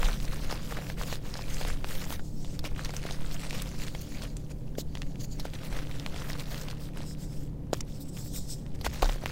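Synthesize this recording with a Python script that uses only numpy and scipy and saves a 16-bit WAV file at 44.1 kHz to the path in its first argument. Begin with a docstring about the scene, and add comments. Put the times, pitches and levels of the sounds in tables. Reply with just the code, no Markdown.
"""Hands crush dry chalk blocks over a bowl, close to a microphone, in a room where a machine hums.
Lumps snap as spiky bursts with a dull knock; crumbs crackle as thousands of tiny damped sines.
Rubbed chalk and sifting powder are shaped noise that follows the effort of the hands.
The table under the microphone shakes in low noise and deep, fading tones when the hands press.
Behind it, slow-wavering tones and narrow bands of noise make the hum."""
import sys
import numpy as np
from scipy import signal
from scipy.fft import rfft, irfft, next_fast_len
from scipy.io import wavfile
from scipy.ndimage import uniform_filter1d, map_coordinates

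SR = 44100
rng = np.random.default_rng(int(sys.argv[2]) if len(sys.argv) > 2 else 0)


def wrap_up_sound(samples):
    """Save the sound to the file named by the first command line argument, as 16-bit audio."""
    columns = np.atleast_2d(samples).T
    # keep every value between -1 and 1, then stretch to whole-number steps
    tamed = np.clip(columns, -1, 1)
    steps = np.round(tamed * 32767).astype(np.int16)
    wavfile.write(sys.argv[1], SR, steps)


N = 410571  # length in samples

# Fuzzy bands of the motor: pitch_hz, width_hz, relative level_db
MOTOR_BANDS = [(32.8, 5.1, 1), (48.9, 9.3, -6.5), (73.3, 5.7, -1.5), (111.5, 4.9, -1.5),
               (126.4, 10.5, -4.5), (185.8, 7.1, -5), (219.5, 3.9, -6.5), (282.4, 8.9, -10),
               (371.9, 6.4, -18.5), (520, 140, -24)]
# Steady tones of the motor, before a shared boost: pitch_hz, level_db
MOTOR_TONES = [(150.7, -47.5), (300.3, -60.5), (372, -69)]
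# Colour of the broad room noise: pitch_hz, relative level_db per Hz
ROOM_COLOUR = [(40, -5.5), (100, -16.5), (300, -17), (600, -32.5), (900, -35.5), (1500, -59), (5000, -57),
               (10500, -71), (15800, -72)]
# Shudder of the table over time: time_s, level_db
SHUDDER_LEVEL = [(0.0, -28.5), (0.6, -39.5), (3.42, -40), (8.79, -47.5), (9.08, -49.5), (9.31, -65)]
# Slow sway of the table over time: time_s, level_db
SWAY_LEVEL = [(0, -29.5), (1.3, -38.5), (1.66, -25.5), (2.2, -34), (2.87, -39), (3.12, -28.5), (3.6, -34.5),
              (5.5, -36.5), (5.8, -28), (6.0, -38), (9.31, -41.5)]
# Colour of the shudder: pitch_hz, relative level_db per Hz
SHUDDER_COLOUR = [(14, -10), (22, 23.5), (30, 11.5), (42, 16.5), (60, -47)]
# Colour of the slow sway: pitch_hz, relative level_db per Hz
SWAY_COLOUR = [(1.5, 6), (4, 7.5), (12, 7), (20, -23), (40, -58.5)]
# Hard presses that make the table ring: start_s, level_db before fading in and out, pitch_hz
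HARD_PRESSES = [(0.041, -19, 27), (0.417, -24.5, 27.3), (1.644, -20, 25.3), (3.08, -38, 30.5),
                (5.7, -26.5, 39.5), (6.3, -31, 32.2), (8.864, -30.5, 61.5), (9.023, -16, 31.9)]
# Breaks of the chalk: start_s, peak level_db, pitch_hz, knock_db over that peak, rattle's 60 dB fade_ms
BREAKS = [(0.03, -18, 1300, -8, 5.5), (0.131, -26.5, 2890, -19, 4.6), (0.2017, -28, 2980, -13, 4),
          (0.252, -26, 5030, -22, 2.9), (0.2807, -32, 2480, -22, 18), (0.482, -35, 1990, -22, 11),
          (0.501, -29, 1270, -6, 22), (0.526, -25.5, 1630, 3, 5.8), (0.576, -31, 2760, -22, 5),
          (0.7226, -29.5, 1160, 1, 20), (0.7871, -34.5, 2210, 8, 8), (0.8997, -29, 2100, -3, 17),
          (1.1261, -27, 1900, 2, 37), (1.1559, -27, 3330, -16, 7.8), (1.34, -27, 4200, -7, 19),
          (1.3542, -31.5, 1570, 0, 17), (1.392, -29.5, 1330, -3, 6.8), (1.583, -30, 3600, -22, 7),
          (1.6122, -29, 2070, 4.5, 30), (1.65, -25, 2000, 0, 12), (1.8443, -21, 1610, -5, 4.8),
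          (2.017, -29, 1900, -25, 19), (2.105, -25.5, 2170, -4, 5.7), (2.1943, -33, 1520, -1, 37),
          (2.447, -32, 2870, -5, 6.7), (2.592, -25, 4280, -15, 15), (2.6419, -32, 3950, 4.5, 21),
          (2.848, -24, 4400, -24, 15), (2.8569, -25, 2310, -14, 2.2), (2.8933, -31, 1830, 1.5, 26),
          (2.906, -28, 4350, -20, 12), (2.9383, -31.5, 1880, 1.5, 9.2), (2.9658, -21.5, 6200, -19, 15),
          (3.03, -30, 2670, -22, 3.5), (3.0523, -34.5, 2200, 9.5, 6.1), (3.0655, -30, 2000, -19, 23),
          (3.1089, -28, 3870, -1, 14), (3.3436, -28, 6090, -24, 11), (3.508, -22, 2580, -25, 4.2),
          (3.5294, -27.5, 2640, -4, 2.4), (3.5895, -31, 3090, -22, 2), (3.659, -36, 1980, 1, 9),
          (3.882, -25, 3050, -22, 1.7), (3.949, -30, 2350, 0, 16), (4.2213, -26.5, 3940, -22, 3.9),
          (4.368, -28.5, 7250, -26, 12), (4.7528, -42, 1940, -17, 16), (4.783, -36, 2490, 16.5, 16),
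          (4.9527, -27.5, 2850, -5.5, 11.5), (4.9726, -29.5, 2350, -8, 7), (4.982, -38, 5500, -15, 5),
          (5.019, -22.5, 2700, -16, 3), (5.0306, -35, 2200, -12, 8), (5.1572, -38.5, 2700, -17, 8.5),
          (5.397, -28.5, 4100, -4, 50), (5.453, -32, 1600, 6.5, 18), (5.7263, -31, 1840, -2.5, 49),
          (5.9127, -32, 2620, -22, 10), (5.998, -23.5, 3700, -25, 3.5), (6.0628, -19, 2100, -9.5, 5.4),
          (6.143, -35.5, 3260, 5, 24), (6.1617, -30, 2260, -24, 3), (6.3314, -25.5, 3870, -14, 7.6),
          (6.3967, -27, 3530, -13, 6.1), (6.5448, -25, 2230, -15, 4.1), (6.6846, -27.5, 2730, -6, 6.9),
          (6.7116, -27, 3780, -22, 3.4), (7.005, -34, 1870, 1, 1.6), (7.731, -21, 1300, 9, 14),
          (7.7351, -22, 5650, -11, 11), (7.8071, -24, 5750, -12, 17.5), (8.169, -32.5, 2900, -12, 4.4),
          (8.356, -40, 1620, -19, 6), (8.664, -38, 2670, -9, 4.5), (8.8124, -30.5, 3670, -5, 36),
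          (8.848, -33, 3530, -16, 5), (8.861, -25, 2140, -8, 32), (8.8652, -19.5, 1320, 0.5, 14),
          (8.9223, -42, 2000, -3, 4.2), (9.0222, -18.5, 2560, -6, 14), (9.0273, -18, 950, 4.5, 40),
          (9.044, -24, 4300, 2, 27), (9.057, -24, 900, 0.5, 20), (9.091, -25.5, 1540, -2.5, 5),
          (9.0947, -22.5, 2060, 0.5, 14), (9.117, -32, 4160, -15, 12), (9.124, -32, 2100, -12, 12),
          (9.158, -35.5, 1200, 5, 12), (9.237, -35.5, 1190, 8.5, 16), (9.259, -16, 1800, -6, 5.1)]
# Steady kneading over time: time_s, rub level_db, crumbling_db over the rub
KNEADING_LEVEL = [(0.0, -50, -9), (0.6, -51, 3), (1.2, -67, -6), (1.75, -55, 1.5), (2.15, -59, 4),
                  (2.22, -59, -20), (2.75, -61, 6), (3.6, -50.5, -1), (4.2, -52.5, -6.5), (4.3, -57.5, -6),
                  (4.65, -71, -4), (5.4, -58, -7), (5.55, -53.5, 3), (6.4, -53.5, 2), (7.4, -75.5, 6.5),
                  (7.55, -85.5, 15.5), (8.35, -45.5, -22.5), (8.75, -68, -1.5), (8.9, -51.5, -2.5),
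                  (9.31, -55.5, 1.5)]
# Squeezes and finger strokes: middle_s, length_s, rub level_db, crumbling_db and powder_db over the rub
STROKES = [(0.006, 0.27, -45, 7.5, -8), (0.337, 0.22, -52.5, 7, -5), (0.527, 0.13, -45.5, 3, -8),
           (0.688, 0.14, -49, -19, -4), (0.763, 0.12, -50.5, 7.5, -6), (0.878, 0.13, -50, 2, -5),
           (1.005, 0.074, -47, 4.5, -7), (1.115, 0.12, -46, -1.5, -5), (1.425, 0.43, -49.5, 1, -8),
           (1.558, 0.14, -45.5, -4.5, -7), (1.673, 0.19, -46.5, 0, -12), (1.923, 0.13, -43.5, -3, -2),
           (2.023, 0.062, -43.5, -2.5, -7), (2.109, 0.13, -46, 0.5, -1), (2.27, 0.069, -55, -18, -10),
           (2.476, 0.22, -52, -11, -9), (2.657, 0.04, -43.5, 1, -8), (2.822, 0.13, -51, 2, -10),
           (2.957, 0.097, -48.5, -3, -7), (3.078, 0.16, -46, 0, -15), (3.335, 0.034, -45, -19, -6),
           (3.48, 0.24, -48, -2, -18), (3.6225, 0.007, -40.5, -1.5, 2.5), (3.824, 0.047, -40.5, -7, -4),
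           (4.017, 0.011, -46, -18, 3), (4.207, 0.14, -55, 5, -11), (4.512, 0.023, -54.5, -4, -8),
           (4.799, 0.037, -39, -11, -8), (5.013, 0.21, -58.5, -7, -11), (5.212, 0.027, -44.5, -10, -9),
           (5.242, 0.028, -45, -13, -1), (5.324, 0.039, -51, -13, -11), (5.399, 0.037, -49.5, 1.5, -16),
           (5.458, 0.022, -46.5, 2, -13), (5.662, 0.046, -51.5, 3.5, 2), (5.765, 0.057, -54, 8, -10),
           (6.185, 0.12, -51.5, 4, -14), (6.276, 0.12, -50, 2, -2), (6.414, 0.057, -54.5, 2.5, -3),
           (6.565, 0.2, -48.5, -1, -5), (6.71, 0.072, -55.5, 7, -4), (6.845, 0.11, -51.5, -5.5, -3),
           (6.992, 0.11, -53, 1.5, -10), (7.098, 0.09, -47.5, -12.5, -7), (7.222, 0.08, -52.5, -13.5, -5),
           (7.33, 0.29, -56, -11.5, -5), (7.765, 0.076, -56.5, -3, -1), (7.934, 0.092, -54, -10, -5),
           (8.02, 0.033, -51.5, -23, -1), (8.092, 0.022, -49.5, -20, -6), (8.191, 0.11, -51, -9.5, -3),
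           (8.26, 0.05, -50.5, -10, 4), (8.365, 0.065, -44.5, -11.5, -3.5), (8.515, 0.068, -41, -23, -13),
           (8.753, 0.017, -52.5, -4, -8), (8.861, 0.034, -38, 0, -9), (9.027, 0.015, -35, 1, -1),
           (9.003, 0.05, -48, -11, -12), (9.09, 0.17, -49, -1, -8), (9.235, 0.081, -57, 9, -2)]
# Size of the lump in hand, where higher factors mean higher ringing: time_s, pitch_factor
LUMP_SIZE = [(0, 1.07), (5.5, 0.82), (6.9, 1.09), (9.31, 1.06)]
# Ringing of a rubbed whole lump: pitch_hz, width_hz, relative level_db
LUMP_RINGING = [(3500, 900, -10), (5150, 550, 0), (6300, 1200, -5), (7800, 1100, -2.5)]
# Colour of crumbs rolled on skin: pitch_hz, relative level_db per Hz
SKIN_COLOUR = [(2000, -6.5), (3500, -9.5), (5000, -7.5), (8000, -11.5), (10000, -15.5), (13000, -32)]
# Colour of the noise among the crumbs: pitch_hz, relative level_db per Hz
CRUMB_COLOUR = [(250, -11), (500, 25), (1000, 3), (2500, -16), (5000, -6), (9000, -30)]
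# Colour of the powder hiss: pitch_hz, relative level_db per Hz
POWDER_COLOUR = [(7000, -20), (9300, -5), (11000, -7), (12800, -1), (14500, 0), (15800, -1)]
# Difference between the channels: pitch_hz, side_db against the shared sound
SIDE_COLOUR = [(4400, -67), (8000, -26), (15000, -8)]

TOP_HZ = 15800  # band limit
GRIP_POWDER_DB = -8.5  # powder against the rub while kneading
STROKE_EDGE = 3  # 2 = bell, more = flat top with steep ends
LONG_BREAK_MS = 8  # fade of the break that other lengths are compared with
SPILL_DB, SPILL_S, SPILL_POWDER_DB = -42, 0.0052, -32  # after such a break: level, fade, powder share
LEAD_IN_DB, LEAD_IN_S = -26, 0.001  # soft lead-in: level, rise time
TREBLE_DB, TREBLE_PER_OCTAVE_DB = -24, 5  # average spit at a 2 kHz break; higher breaks spit more
KNOCK_HZ, KNOCK_HALVES_DB = 679, 24  # knock pitch at 0 dB, rise that halves it
SPIKE = 6  # first slip of a long break against its rattle
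RING_BASE_HZ = 2000  # ring width at 2 kHz before shortness broadens it
FRAGMENT_DB, FRAGMENT_S = -13, .006  # splinters: base level under the first slip, mean delay
BOWL_ECHO, BOWL_ECHO_S = .35, .0016  # strength and longest delay of the bowl's echo


def amp(db):
    """Turn decibels into a plain gain."""
    return 10 ** (np.asarray(db) / 20)


def unit(x):
    """Scale a sound to an average (rms) level of one."""
    return x / np.sqrt(np.mean(x ** 2) + 1e-20)


def shape(points):
    """Join (pitch_hz, level_db) points into a gain curve on a log pitch axis."""
    pitch_hz, level_db = np.transpose(points)
    return lambda hz: amp(np.interp(np.log(hz + .1), np.log(pitch_hz), level_db))


def modes(rows):
    """Ringing bodies boost sound near their own pitches, with alternating signs."""
    def response(f):
        total = 0
        for k, (centre, width, db) in enumerate(rows):
            resonance = 1j * f * width / (centre * centre - f * f + 1j * f * width)
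            total = total + (-1) ** k * amp(db) * resonance
        return total
    return response


def curves(rows):
    """Draw each column after the time as one value per sample."""
    time_s, *columns = np.transpose(rows)
    return [np.interp(np.arange(N) / SR, time_s, column) for column in columns]


def wobble(rate):
    """Draw a smooth random curve with this many knots a second."""
    knots = rng.standard_normal(int(N * rate / SR) + 4)
    return map_coordinates(knots, [np.arange(N) * rate / SR])


def filtered(x, response):
    """Weigh each pitch in a sound by a response."""
    size = next_fast_len(N + SR)
    spectrum = rfft(x, size) * response(np.fft.rfftfreq(size, 1 / SR))
    return irfft(spectrum, size)[..., :N]


def noise(response):
    """Make coloured noise at unit level."""
    return unit(filtered(rng.standard_normal(N), response))


def fading(x, fade_s):
    """Let every jump die away smoothly."""
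    return signal.lfilter([1], [1, -np.exp(-1 / (fade_s * SR))], x)


def grains(count, pitch_hz, octaves, cycles, spread_db):
    """Tiny fractures: damped sines of random pitch and size, most of them small."""
    when, size = rng.random((2, count))
    hz = pitch_hz * 2 ** (octaves * rng.standard_normal(count))
    hz = np.clip(hz, 300, 15500)[:, None]
    k = np.arange(128)
    turn = hz * k / SR
    gain = amp(-spread_db * np.log(size + .003))[:, None]
    envelope = np.exp(-turn / cycles) * (1 - np.exp(-4 * turn)) * (1 - k / 128)
    wave = gain * np.sin(2 * np.pi * turn) * envelope
    places = (when * N).astype(int)[:, None] + k
    return unit(np.bincount(places.ravel(), wave.ravel(), N + 128)[:N])


def patchy(x, depth_db):
    """Random gain in patches of time and pitch, as the touching spot wanders."""
    z = signal.stft(x, nperseg=256)[2]
    field = uniform_filter1d(rng.standard_normal(z.shape), size=4, axis=0)  # smooth over pitch
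    field = uniform_filter1d(field, size=16, axis=1)  # smooth over time
    return unit(signal.istft(z * amp(depth_db * unit(field)), nperseg=256)[1][:N])


def room():
    """A motor drones in wavering tones and narrow bands over the broad noise of the room."""
    t = np.arange(N) / SR
    drone = np.zeros(N)
    for hz, db in MOTOR_TONES:
        level = amp(db + 5.0 + 1.4 * wobble(6.5))
        drone += level * np.sin(2 * np.pi * hz * t + 0.65 * wobble(3))
    return drone + amp(-41) * noise(modes(MOTOR_BANDS)) + amp(-44.0) * noise(shape(ROOM_COLOUR))


def table():
    """The table shudders in low noise, sways more slowly and rings when a hand presses hard."""
    rings, t = np.zeros(N + SR), np.arange(SR // 2) / SR
    for start_s, db, hz in HARD_PRESSES:
        level = amp(db - 60 * t / 0.53) * (1 - np.exp(-t / 0.0061))
        rings[round(start_s * SR):][:len(t)] += level * np.sin(2 * np.pi * hz * t)
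    shudder = amp(curves(SHUDDER_LEVEL)[0]) * noise(shape(SHUDDER_COLOUR))
    sway = amp(curves(SWAY_LEVEL)[0]) * noise(shape(SWAY_COLOUR))
    return rings[:N] + shudder + sway


def effort():
    """Gains of crumbling, rub and powder: the power of kneading, strokes, lead-ins and debris adds up."""
    t = np.arange(N) / SR
    rub_db, crumble_db = curves(KNEADING_LEVEL)
    power = amp(rub_db + np.array([crumble_db, 0 * t, 0 * t + GRIP_POWDER_DB])) ** 2
    for middle_s, length, db, crumble_db, powder_db in STROKES:
        near = slice(max(round((middle_s - length) * SR), 0), round((middle_s + length) * SR))
        swell = np.exp(-2 * np.abs(2 * (t[near] - middle_s) / length) ** STROKE_EDGE)
        power[:, near] += amp(db + np.array([[crumble_db], [0], [powder_db]])) ** 2 * swell
    breaks = np.zeros(N)
    for start_s, db, *_, fade_ms in BREAKS:
        breaks[round(start_s * SR)] = amp(db) ** 2 * fade_ms / LONG_BREAK_MS  # long breaks shed more
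    spill = amp(SPILL_DB) ** 2 * fading(breaks, SPILL_S)
    lead_in = amp(LEAD_IN_DB) ** 2 * fading(breaks[::-1], LEAD_IN_S)[::-1]  # swells just ahead of each break
    return np.sqrt(power + amp([[0], [0], [SPILL_POWDER_DB]]) ** 2 * (spill + lead_in))


def slips(count, fade_s, spread_db):
    """Sudden give of the grip: jumps at random moments that fade away."""
    when, size = rng.random((2, count))
    jumps = np.bincount((when * N).astype(int), amp(-spread_db * np.log(size + .015)), N)
    return unit(fading(jumps, fade_s))


def rubbing(whole):
    """A whole lump rings in its modes, higher when small; loose crumbs only rasp."""
    small = np.clip((curves(LUMP_SIZE)[0] - .88) / .14, 0, 1)
    low = noise(lambda hz: modes(LUMP_RINGING)(hz / .88))
    high = noise(lambda hz: modes(LUMP_RINGING)(hz / 1.02))
    ring = np.sqrt(1 - small) * low + np.sqrt(small) * high
    rolling = grains(count=9000, pitch_hz=5000, octaves=0.6, cycles=1.5, spread_db=3.8)
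    rasp = unit(noise(shape(SKIN_COLOUR)) + rolling)
    return patchy(np.sqrt(whole) * ring + np.sqrt(1 - whole) * rasp, depth_db=2.5)


def crumbling():
    """Squeezed lumps give way in clumps of fractures; skin rubs on chalk; powder hisses."""
    crumbly, rubbed, powdery = effort()
    give = slips(count=1100, fade_s=0.0095, spread_db=3.0)  # heard in every layer
    stroke = wobble(25)
    ticks = grains(count=5000, pitch_hz=2400, octaves=.7, cycles=.8, spread_db=5.0)
    chips = grains(count=4000, pitch_hz=1800, octaves=1.0, cycles=2.0, spread_db=3.0)
    crumbs = ticks + chips + amp(-1.5) * noise(shape(CRUMB_COLOUR))
    crumbs = unit(crumbs * (1.2 + give) * amp(1.03 * stroke))
    # little crumbling against the rub: the lump is still in one piece
    whole = np.clip(2 * np.log10(rubbed / crumbly) - .15, 0, 1)
    rub_swing = amp((1.8 - .8 * whole) * stroke)
    rub = unit(rubbing(whole) * rub_swing * (.8 + (.45 - .3 * whole) * give))
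    powder = patchy(noise(shape(POWDER_COLOUR)), depth_db=2.5)
    powder = unit(powder * amp(2.6 * stroke) * (1 + .25 * give))
    return crumbly * crumbs + rubbed * rub + powdery * powder


def cracks():
    """Each break: a spike, a ringing rattle, late splinters, a spit of treble and the lump's knock."""
    out, t = np.zeros(N + SR), np.arange(2048) / SR
    hz = np.fft.rfftfreq(4096, 1 / SR)
    for start_s, db, pitch_hz, knock_db, fade_ms in BREAKS:
        fade_s = max(fade_ms, 1) / 1000
        short = LONG_BREAK_MS / (1000 * fade_s)  # shorter breaks are spikier and broader
        spike = SPIKE * np.sqrt(short)
        rattle_level = amp(1.7 * rng.standard_normal(len(t)) - 60 * t / fade_s)
        burst = rng.standard_normal(len(t)) * rattle_level * (1 - np.exp(-t / (0.0045 * fade_s)))
        burst[8] += spike
        late, size = rng.exponential(size=(2, 5))
        places = 8 + np.minimum(late * FRAGMENT_S * SR, 2000).astype(int)
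        burst[places] += spike * amp(FRAGMENT_DB - 3 * late) * np.sqrt(size)
        width_hz = RING_BASE_HZ * (pitch_hz / 2000) ** .4 * (1 + .35 * short)
        ring = modes([(pitch_hz, width_hz, 0)])(hz) ** 3
        body = amp(-9.0) * modes([(2800, 4000, 0)])(hz) ** 3
        treble_db = TREBLE_DB + TREBLE_PER_OCTAVE_DB * np.log2(pitch_hz / 2000)
        treble_db += 3 * rng.standard_normal()
        spit = amp(treble_db) * modes([(12500, 8000, 0)])(hz) ** 2
        # the bowl throws the break back upside down after a tiny random delay
        bowl = 1 - BOWL_ECHO * np.exp(-2j * np.pi * hz * BOWL_ECHO_S * rng.random())
        crack = irfft(rfft(burst, 4096) * (ring + body + spit) * bowl)[:len(t)]
        # a louder knock is also deeper, like a bigger lump
        turns = KNOCK_HZ * .5 ** (knock_db / KNOCK_HALVES_DB) * t
        knock = -np.sin(2 * np.pi * turns) * np.exp(-((turns - .75) / .5) ** 2)
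        both = crack / np.abs(crack).max() + amp(knock_db) * knock
        out[round(start_s * SR):][:len(t)] += amp(db) * both
    return out[:N]


def scene():
    """Almost mono: mainly the treble differs a little between the channels."""
    mid = room() + table() + crumbling() + cracks()
    scatter = rng.standard_normal(1500) * np.exp(-np.arange(1500) / 250)
    scattered = signal.fftconvolve(mid, scatter / np.linalg.norm(scatter))[:N]
    side = filtered(scattered, shape(SIDE_COLOUR))
    return mid + np.array([side, -side])


def record(dry):
    """Nothing is kept above the band limit."""
    return filtered(dry, lambda hz: hz < TOP_HZ)


dry = scene()
out = record(dry)
wrap_up_sound(out)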